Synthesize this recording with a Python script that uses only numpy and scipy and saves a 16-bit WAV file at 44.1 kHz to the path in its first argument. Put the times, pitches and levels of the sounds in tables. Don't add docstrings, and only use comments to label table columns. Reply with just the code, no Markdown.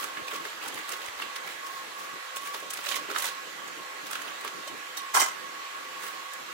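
import sys
import numpy as np
from scipy import signal
from scipy.fft import rfft, irfft
from scipy.io import wavfile
from scipy.ndimage import uniform_filter1d

SR = 44100
rng = np.random.default_rng(int(sys.argv[2]) if len(sys.argv) > 2 else 0)


def digitize_waveform(pressure):
    field = np.atleast_2d(pressure).T
    bounded = np.clip(field, -1, 1)
    quanta = np.round(bounded * 32767).astype(np.int16)
    wavfile.write(sys.argv[1], SR, quanta)


N = 287956

# start in seconds, length in seconds,
# tearing level in dB before the clumping, body of the loaf over the tearing in dB.
STROKES = [(0.0, 0.034, -39, -3), (0.164, 0.033, -62.5, 11), (0.306, 0.055, -49, 2), (0.45, 0.06, -54, 8.5),
           (0.64, 0.019, -45, 3.5), (0.752, 0.052, -48.5, 2.5), (0.895, 0.033, -43, -3),
           (1.02, 0.043, -52, 6), (1.188, 0.04, -54, 10.5), (1.477, 0.034, -47.5, 1),
           (1.663, 0.12, -52, -8), (1.984, 0.063, -53, -24), (2.366, 0.016, -62, -14),
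           (2.436, 0.043, -46.5, -6), (2.547, 0.025, -47, -17), (2.754, 0.11, -50, 0),
           (2.856, 0.11, -44.5, -2.5), (3.09, 0.03, -52, 8.5), (3.185, 0.079, -37.5, -4.5),
           (4.063, 0.1, -53.5, 0), (4.21, 0.077, -56.5, 11.5), (4.45, 0.014, -52.5, 11),
           (6.025, 0.054, -43, -4)]
# time in seconds, crack level in dB before trim, crack pitch in Hz,
# body level against the crack in dB before trim, body pitch in Hz.
SNAPS = [(0.041, -25.5, 7670, 2.5, 1340), (0.17, -42, 4040, 18, 1760), (0.281, -31.5, 4000, 6, 2470),
         (0.31, -39, 3500, 5, 1500), (0.336, -31, 6500, 2, 1490), (0.347, -33, 4000, 4, 2000),
         (0.36, -33, 4500, -8, 2400), (0.452, -32, 3500, 8, 1830), (0.469, -36, 7040, 5, 2200),
         (0.629, -42, 4640, 11, 1290), (0.66, -37, 4000, 7, 1500), (0.681, -24, 9450, -23, 2620),
         (0.743, -31, 8520, -10, 1970), (0.776, -41.5, 4000, 15, 2050), (0.789, -40, 4000, 10, 1930),
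         (0.8914, -26.5, 9310, -1.5, 1280), (0.92, -26, 6300, -3, 1670), (0.937, -30.5, 3800, 5.5, 1990),
         (1.018, -35.5, 4120, 4, 2570), (1.061, -32, 6080, -4, 1560), (1.084, -38, 5000, 14, 2020),
         (1.216, -34, 4030, 6, 1570), (1.221, -32.5, 3500, 11.5, 2750), (1.3612, -27.5, 4040, 1, 1910),
         (1.669, -34, 4820, 2, 1570), (1.994, -37, 9000, -9, 1520), (2.361, -28, 9000, -8, 3500),
         (2.3683, -23.5, 8100, -2.5, 3520), (2.377, -33, 7000, -4, 3340), (2.4166, -36, 9000, -11, 1630),
         (2.458, -34, 7000, 2, 2280), (2.472, -30, 8000, 3, 2300), (2.537, -38, 4000, 6, 1900),
         (2.5445, -28, 4000, 7.5, 900), (2.601, -35, 8500, -8, 2000), (2.7052, -21.5, 7800, -15, 1260),
         (2.7354, -21, 9300, -5, 1450), (2.772, -29.5, 4140, -5, 2500), (2.79, -37, 4000, 10, 1400),
         (2.8611, -33, 5720, 3, 2290), (2.866, -28.5, 4500, 5, 2980), (2.888, -23, 4250, -7, 3260),
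         (2.904, -23.5, 8500, -6, 3300), (2.914, -27, 5960, 5, 3340), (2.92, -26, 4260, 5, 3200),
         (2.929, -33, 4260, 7, 3020), (2.943, -28, 4000, 5, 2300), (2.958, -22, 6700, -0.5, 2010),
         (2.965, -27, 4500, 3, 1100), (2.972, -28, 4970, 4, 3020), (3.1013, -35.5, 8400, 10, 1390),
         (3.1125, -30.5, 5650, 3, 1330), (3.148, -36, 4930, 11, 1270), (3.161, -26, 3300, 11, 1340),
         (3.1848, -20, 8000, -17, 1420), (3.2005, -25, 11000, -20, 1710), (3.2225, -20.5, 10500, -7, 1500),
         (3.2423, -23.5, 7200, 1, 2030), (3.254, -24, 4000, -15, 1100), (3.264, -23.5, 7000, -7, 2690),
         (3.275, -28, 4000, -4, 3160), (3.287, -28.5, 3800, 1, 1680), (3.678, -35.5, 6650, -1, 1660),
         (4.068, -32, 4340, -5, 1670), (4.1115, -23.5, 9700, -2, 1500), (4.1305, -26.5, 5000, 1, 1410),
         (4.154, -28.5, 3600, 7, 1430), (4.192, -43, 4000, 12, 1750), (4.2178, -30.5, 7150, 3, 1500),
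         (4.409, -34.5, 9600, 2, 2360), (4.4473, -29, 10500, 3, 1180), (4.462, -46, 4000, 10, 1990),
         (4.4768, -32.5, 5810, 8, 3120), (4.778, -39, 9500, -8, 1900), (6.335, -31.5, 8000, -14, 1650)]
# time in seconds, left over right in dB.
CUT_PLACE = [(0, -3), (.65, 1), (.8, -1.5), (1.4, 3.5), (2.4, -0.5), (2.75, 1.5), (2.9, -3), (3.3, -4),
             (4.0, -0.5), (4.5, -1.5), (6.53, 4)]
# time in seconds, level in dB before trim, pitch in Hz.
BUMPS = [(0.188, -42.5, 380), (0.28, -47, 456), (0.33, -42.5, 410), (0.45, -41, 404), (0.668, -42, 930),
         (0.92, -46, 447), (1.04, -47, 890), (2.541, -44, 470), (2.623, -42, 480), (2.867, -44, 543),
         (3.087, -41, 390), (3.108, -39.5, 410), (3.161, -54, 745), (3.245, -38, 930), (4.446, -42.5, 393),
         (4.671, -42.5, 540), (6.045, -48, 460)]
# time in seconds, scrape level in dB before trim,
# knock against the scrape in dB before trim, knock pitch in Hz, blade ring against the scrape in dB,
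# ring pitch in Hz.
CLATTER = [(4.675, -39, 0, 600, 19, 3030), (4.97, -28.5, 2, 1100, 10, 3640),
           (4.973, -22.5, 2, 1600, -3, 13400), (4.982, -33, 9, 1100, 0, 9000),
           (5.143, -13, 2, 1700, -1, 4300), (5.149, -6.5, 2.5, 1130, -16, 5800),
           (5.157, -12.5, 1, 1300, -5, 9560), (5.1633, -11.5, 7, 1000, -9, 5700),
           (5.171, -14, 11, 1200, -11, 9570), (5.1766, -19, 9, 1300, 0, 7400),
           (5.187, -23, 13, 950, 10, 3050), (5.1967, -9, -4, 1300, -4, 4900),
           (5.2024, -7, 2, 800, -1, 3020), (5.2157, -12.5, 7, 2030, 0.5, 6800),
           (5.222, -12.5, 6, 430, -14, 5700), (5.2276, -18.5, 12.5, 1180, -18, 8370),
           (5.2382, -19, 4, 1450, -2, 7470), (5.2601, -19, 6, 1100, -9, 7040),
           (5.283, -24.5, 5, 1100, -9, 7400), (5.313, -34, 16, 1300, -5, 7450)]
# frequency in Hz, relative level in dB per Hz.
CRUST = [(1470, -22), (2500, -5), (3230, -5.5), (3550, -4), (4410, -9), (5030, -9), (5610, -7), (15200, -9),
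         (16000, -4.5)]
# frequency in Hz, relative level in dB per Hz.
LOAF = [(88, -60), (150, -26), (300, -20), (579, -8), (660, -11.5), (1200, -4.5), (1320, -4.5),
        (1570, -4.5), (3220, -10), (5000, -18), (6500, -94), (11000, -120)]
# frequency in Hz, relative level in dB per Hz.
BLADE = [(1470, -26), (2000, 8), (2500, -6), (2740, -11), (2990, 2), (3720, -5), (5740, 1), (6200, -1),
         (8600, -5), (10100, -9.5), (15000, -8), (16000, -9)]
# frequency in Hz, width in Hz, relative level in dB.
STEEL = [(3042, 50, 2), (3800, 90, -4), (4230, 90, -4), (5000, 90, -5), (5647, 70, -4), (5792, 70, -4),
         (5954, 110, -7), (6756, 130, -6), (7456, 130, -6), (7698, 120, -7), (8333, 130, -6),
         (8635, 70, -4), (9577, 80, -2), (11413, 90, -7), (13431, 80, -5), (15321, 110, -10)]
# frequency in Hz, width in Hz, relative level in dB.
COUNTER = [(330, 60, -13), (425, 60, -6), (620, 90, -14), (813, 60, -4), (880, 70, -7), (980, 70, -5),
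           (1068, 35, 2), (1185, 70, -6), (1270, 50, -3), (1357, 55, -5), (1486, 45, -4), (1610, 40, -4),
           (2056, 60, -4), (2358, 70, -7)]
# frequency in Hz, time to fall 60 dB in seconds.
KITCHEN = [(300, 0.18), (1200, 0.34), (5000, 0.28), (14000, 0.096)]
# time in seconds, then lower and upper tone
# levels in dB before trim.
WHINE = [(0.0, -60, -51), (.15, -52.5, -65), (.41, -49.5, -50.5), (.47, -76, -74), (.64, -59, -68),
         (.7, -60, -63), (.9, -59, -56), (1.0, -50, -66), (1.1, -64, -63), (1.2, -54.5, -53.5),
         (1.45, -53.5, -60), (1.53, -70, -64), (1.63, -49.5, -55), (1.82, -50.5, -65), (1.9, -72, -62),
         (1.97, -56, -53), (2.3, -56, -60), (2.38, -49, -62), (2.5, -69, -46), (2.62, -54, -63),
         (2.72, -53, -57), (2.8, -68, -59), (2.97, -47, -51), (3.08, -59, -64), (3.2, -49, -60),
         (3.3, -56, -64), (3.4, -49.5, -73), (3.57, -68, -66), (3.65, -56, -49.5), (3.75, -62, -75),
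         (3.85, -53.5, -66), (4.05, -54, -68), (4.16, -60, -58), (4.33, -56.5, -56), (4.5, -64.5, -56),
         (4.56, -52.5, -59), (4.75, -55, -63), (4.9, -63, -56), (5.02, -50, -54), (5.36, -64, -56),
         (5.46, -53.5, -58), (5.9, -58, -52.5), (6.0, -53, -56.5), (6.36, -55, -56.5), (6.46, -65, -67),
         (6.53, -49, -54)]
WHINE_HZ = (1093, 1138)
# frequency in Hz, relative level in dB per Hz.
HISS = [(20, -54), (60, -40.5), (188, -13), (240, -20), (290, -7.5), (700, -11), (1100, -6), (1900, -7),
        (4200, -14), (4900, -18), (7700, -18.5), (8500, -25), (12400, -26), (15000, -29.5), (16200, -39)]
# frequency in Hz, width of one filter pass in Hz, level in dB.
FAN_TONES = [(512.6, 19.5, -60.5), (1401, 28, -64), (1663, 32, -56), (1966, 30, -57.5), (12900, 200, -84)]
# time in seconds, relative level in dB.
RUMBLE = [(0, -2), (.5, 0), (.78, 8), (.86, -15), (.95, -0.5), (1.3, -5.5), (2.17, 0), (2.21, -18),
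          (2.33, -11), (2.37, -1.5), (3.2, -3), (3.5, -3), (4.7, -3), (6.53, -4)]
# time in seconds, level in dB before trim, pitch in Hz.
THUMPS = [(0.18, -60, 40), (0.224, -53, 110), (1.09, -55, 75), (1.175, -61, 50), (1.55, -64, 80),
          (4.72, -66, 60)]
# frequency in Hz, left over right in dB.
MIC_BALANCE = [(60, -2), (180, 1.5), (550, -1.5), (1650, -3), (4970, -5), (15000, -3)]

BITE_DB_PER_S, LET_GO_DB_PER_S = 524, 301
RUSTLE_DB, RUSTLE_BODY_DB = -58.5, 2.5
SNAP_T60_S, SNAP_HZ, SMALLER = 0.046, 5040, 0.62
KNOCK_T60_S, KNOCK_WIDTH_HZ = 0.02, 230
BUMP_T60_S, TOUCH_T60_S, BLOW_T60_S = 0.14, 0.063, 0.03
BURST_SAMPLES, LEAD_S = 6000, 0.01
HISS_DB = -41.5
RUMBLE_HZ, RUMBLE_FLICKER_DB = 402, 4
EDGE_HZ = 15840


def sawing():
    start, length, tear_db, body_db = np.transpose(STROKES)[:, :, None]
    t = np.arange(0, N, 16) / SR
    before = np.maximum(start - t, 0)
    after = np.maximum(t - start - length, 0)
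    shape_db = -BITE_DB_PER_S * before - LET_GO_DB_PER_S * after
    tearing = gain_of(RUSTLE_DB) + gain_of(tear_db + shape_db).sum(0)
    shaking = gain_of(RUSTLE_DB + RUSTLE_BODY_DB) + gain_of(tear_db + body_db + shape_db).sum(0)
    clumps = evened(smoothed_twice(rng.standard_normal(N), 120))
    tear = colour(cracks(N, spread_db=4), lambda f: gain_of(read(CRUST, f)))
    body = colour(cracks(N, spread_db=2.0), lambda f: gain_of(read(LOAF, f)))
    sound = tearing.repeat(16)[:N] * tear
    sound += shaking.repeat(16)[:N] * mottled(body, patchy_db=3.5)
    return gain_of(2.05 * clumps) * sound


def mottled(x, patchy_db):
    z = signal.stft(x, nperseg=256, noverlap=192)[2]
    patches = uniform_filter1d(rng.standard_normal(z.shape[1:]), size=8, axis=0)
    patches = evened(uniform_filter1d(patches, size=10, axis=1))
    varied = signal.istft(z * gain_of(patchy_db * patches), nperseg=256, noverlap=192)[1]
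    return evened(varied[:, :x.shape[1]])


def snaps():
    out = np.zeros((2, N))
    for s, db, crack_hz, body_db, body_hz in SNAPS:
        def crack_gain(f):
            broad = 0.48 / (1 + (f / (4.5 * crack_hz)) ** 4)
            puff = abs(peak(f, crack_hz, 0.4 * crack_hz))
            return gain_of(read(CRUST, f)) * (broad + puff)

        def body_gain(f):
            resonance = 0.29 + peak(f, body_hz, KNOCK_WIDTH_HZ)
            return gain_of(read(LOAF, f)) * resonance * [[1], [1j]]

        crack = colour(cracks(BURST_SAMPLES, spread_db=3.5), crack_gain)
        both, apart = cracks(BURST_SAMPLES, spread_db=1.5) * burst(KNOCK_T60_S, rise=0.016)
        knock = np.array([both + 0.5 * apart, both - 0.5 * apart])
        body = colour(knock, body_gain)
        t60 = SNAP_T60_S * (SNAP_HZ / crack_hz) ** SMALLER
        sound = crack * burst(t60, rise=0.73 * t60)
        sound += gain_of(body_db + 6.0) * body / abs(body).max()
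        pan_db = np.interp(s, *np.transpose(CUT_PLACE)) * np.array([[0.5], [-0.5]])
        add(out, s + 0.002 - LEAD_S, gain_of(db - 7.0 + pan_db) * sound)
    return out + gain_of(-30.0) * ring(out, STEEL)


def bumps():
    out = np.zeros((2, N))
    for s, db, hz in BUMPS:
        left, other = rng.standard_normal((2, BURST_SAMPLES))
        noise = np.array([left, 0.5 * left + 0.8 * other])
        air = colour(noise, lambda f: peak(f, hz, 280) ** 2 * np.minimum(f / hz, 1) ** 2)
        add(out, s + 0.00405 - LEAD_S, gain_of(db - 1.5) * air * burst(BUMP_T60_S, rise=0.049))
    return out


def knife():
    scrape, taps, blows = np.zeros((3, 2, N))
    for s, db, body_db, body_hz, ring_db, ring_hz in CLATTER:
        shape = gain_of(db - 15.0) * burst(TOUCH_T60_S, rise=0.028)
        grit = cracks(BURST_SAMPLES, spread_db=4)
        knock = cracks(BURST_SAMPLES, spread_db=4)
        start = s + 0.0025 - LEAD_S
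        add(scrape, start, shape * colour(grit, lambda f: gain_of(read(BLADE, f))))
        touch = colour(grit, lambda f: 0.12 + abs(peak(f, ring_hz, 1200)))
        add(taps, start, gain_of(ring_db) * shape * touch)
        thud = colour(knock, lambda f: 0.15 + abs(peak(f, body_hz, 500)))
        add(blows, start, gain_of(db + body_db - 26) * burst(BLOW_T60_S, rise=0.036) * thud)
    return scrape + ring(taps, STEEL) + gain_of(1.5) * ring(blows, COUNTER)


def ring(x, modes):
    f = np.fft.rfftfreq(x.shape[-1], 1 / SR)
    response = sum(gain_of(db) * peak(f, hz, width) for hz, width, db in modes)
    response *= (1j * f / (1j * f + modes[0][0])) ** 3
    response /= np.sqrt(np.mean(abs(response) ** 2))
    return irfft(rfft(x) * response, x.shape[-1])


def kitchen(x):
    taps = np.zeros((2, SR // 2))
    at = np.arange(200, SR // 2 - 20, 20)
    at = at + rng.integers(0, 20, (2, len(at)))
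    np.put_along_axis(taps, at, rng.choice([-1., 1.], at.shape), 1)
    hz, t, z = signal.stft(taps, SR, nperseg=256)
    decay = gain_of(-60 * t / read(KITCHEN, hz)[:, None])
    tail = signal.istft(z * decay, SR, nperseg=256)[1]
    return signal.fftconvolve(x, tail / np.linalg.norm(tail[0]), axes=1)[:, :N]


def whine():
    s, *levels = np.transpose(WHINE)
    out = np.zeros((2, N))
    for hz, level_db in zip(WHINE_HZ, levels):
        wavering_hz = hz + 8.5 * drift(count=1)
        turns = np.cumsum(wavering_hz, 1) / SR + [[0], [1 / 4]] + 0.04 * drift(count=2)
        swell_db = np.interp(np.arange(N) / SR, s, level_db) + 9.0 + 3.1 * drift(count=2)
        out += gain_of(swell_db) * np.sin(2 * np.pi * turns)
    return out


def drift(count):
    return evened(smoothed_twice(rng.standard_normal((count, N)), 900))


def fan():
    frames, hz = N // 256 + 5, np.fft.rfftfreq(1024, 1 / SR)
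    real, imaginary = rng.standard_normal((2, 2, 513, frames))
    patches = uniform_filter1d(rng.standard_normal((513, frames)), size=14, axis=0)
    patches = evened(uniform_filter1d(patches, size=12, axis=1))
    flicker = evened(uniform_filter1d(rng.standard_normal(frames), size=14))
    bass_db = np.interp(np.arange(frames) * 256 / SR, *np.transpose(RUMBLE))
    bass_db = bass_db + RUMBLE_FLICKER_DB * flicker
    low = 1 / (1 + (hz[:, None] / RUMBLE_HZ) ** 4)
    level_db = read(HISS, hz)[:, None] + 1.3 * patches + low * bass_db
    z = (real + 1j * imaginary) * gain_of(level_db)
    hiss = signal.istft(z, nperseg=1024, noverlap=768)[1][:, :N]
    out = gain_of(HISS_DB) * evened(hiss)
    for tone_hz, width, db in FAN_TONES:
        left, other = rng.standard_normal((2, N))
        air = np.array([left, 0.39 * left + 1.44 * other])
        out += gain_of(db) * colour(air, lambda f: peak(f, tone_hz, width) ** 2)
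    return out


def thumps():
    out = np.zeros((2, N))
    for s, db, hz in THUMPS:
        turn = 2 * np.pi * hz * np.arange(round(1.5 * SR / hz)) / SR
        push = np.array([np.sin(turn), np.cos(turn)]) * np.sin(turn / 3) ** 2
        add(out, s - 0.94 / hz, gain_of(db + 7.0) * push)
    return out


def cracks(size, spread_db):
    crack_gain = gain_of(spread_db * rng.standard_normal((2, size // 16 + 1)))
    return rng.standard_normal((2, size)) * crack_gain.repeat(16, 1)[:, :size]


def burst(t60, rise):
    t = np.arange(BURST_SAMPLES) / SR - LEAD_S
    return gain_of(-60 * np.where(t < 0, -t / rise, t / t60))


def peak(f, hz, width):
    return 1 / (1 + 2j * (f - hz) / width)


def colour(x, gain):
    size = x.shape[-1]
    return evened(irfft(rfft(x) * gain(np.fft.rfftfreq(size, 1 / SR)), size))


def read(points, hz):
    f, value = np.transpose(points)
    return np.interp(np.log(hz + 1), np.log(f + 1), value)


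def smoothed_twice(x, size):
    return uniform_filter1d(uniform_filter1d(x, size=size), size=size)


def evened(x):
    return x / np.sqrt(np.mean(x ** 2) + 1e-20)


def gain_of(db):
    return 10 ** (np.asarray(db) / 20)


def add(mix, s, sound):
    part = mix[:, max(round(s * SR), 0):][:, :sound.shape[1]]
    part += sound[:, :part.shape[1]]


def scene():
    near = sawing() + snaps() + bumps() + knife()
    return near + gain_of(-10.5) * kitchen(near) + whine() + fan() + thumps()


def record(dry):
    f = np.fft.rfftfreq(N, 1 / SR)
    balance_db = read(MIC_BALANCE, f) * np.array([[0.5], [-0.5]])
    bass_cut = (1j * f / (1j * f + 60)) ** 2
    heard = gain_of(0.5) * irfft(rfft(dry) * gain_of(balance_db) * bass_cut, N)
    band_limit = signal.firwin(1023, EDGE_HZ, window=("kaiser", 9), fs=SR)
    return signal.oaconvolve(heard, band_limit[None], "same")


dry = scene()
out = record(dry)
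digitize_waveform(out)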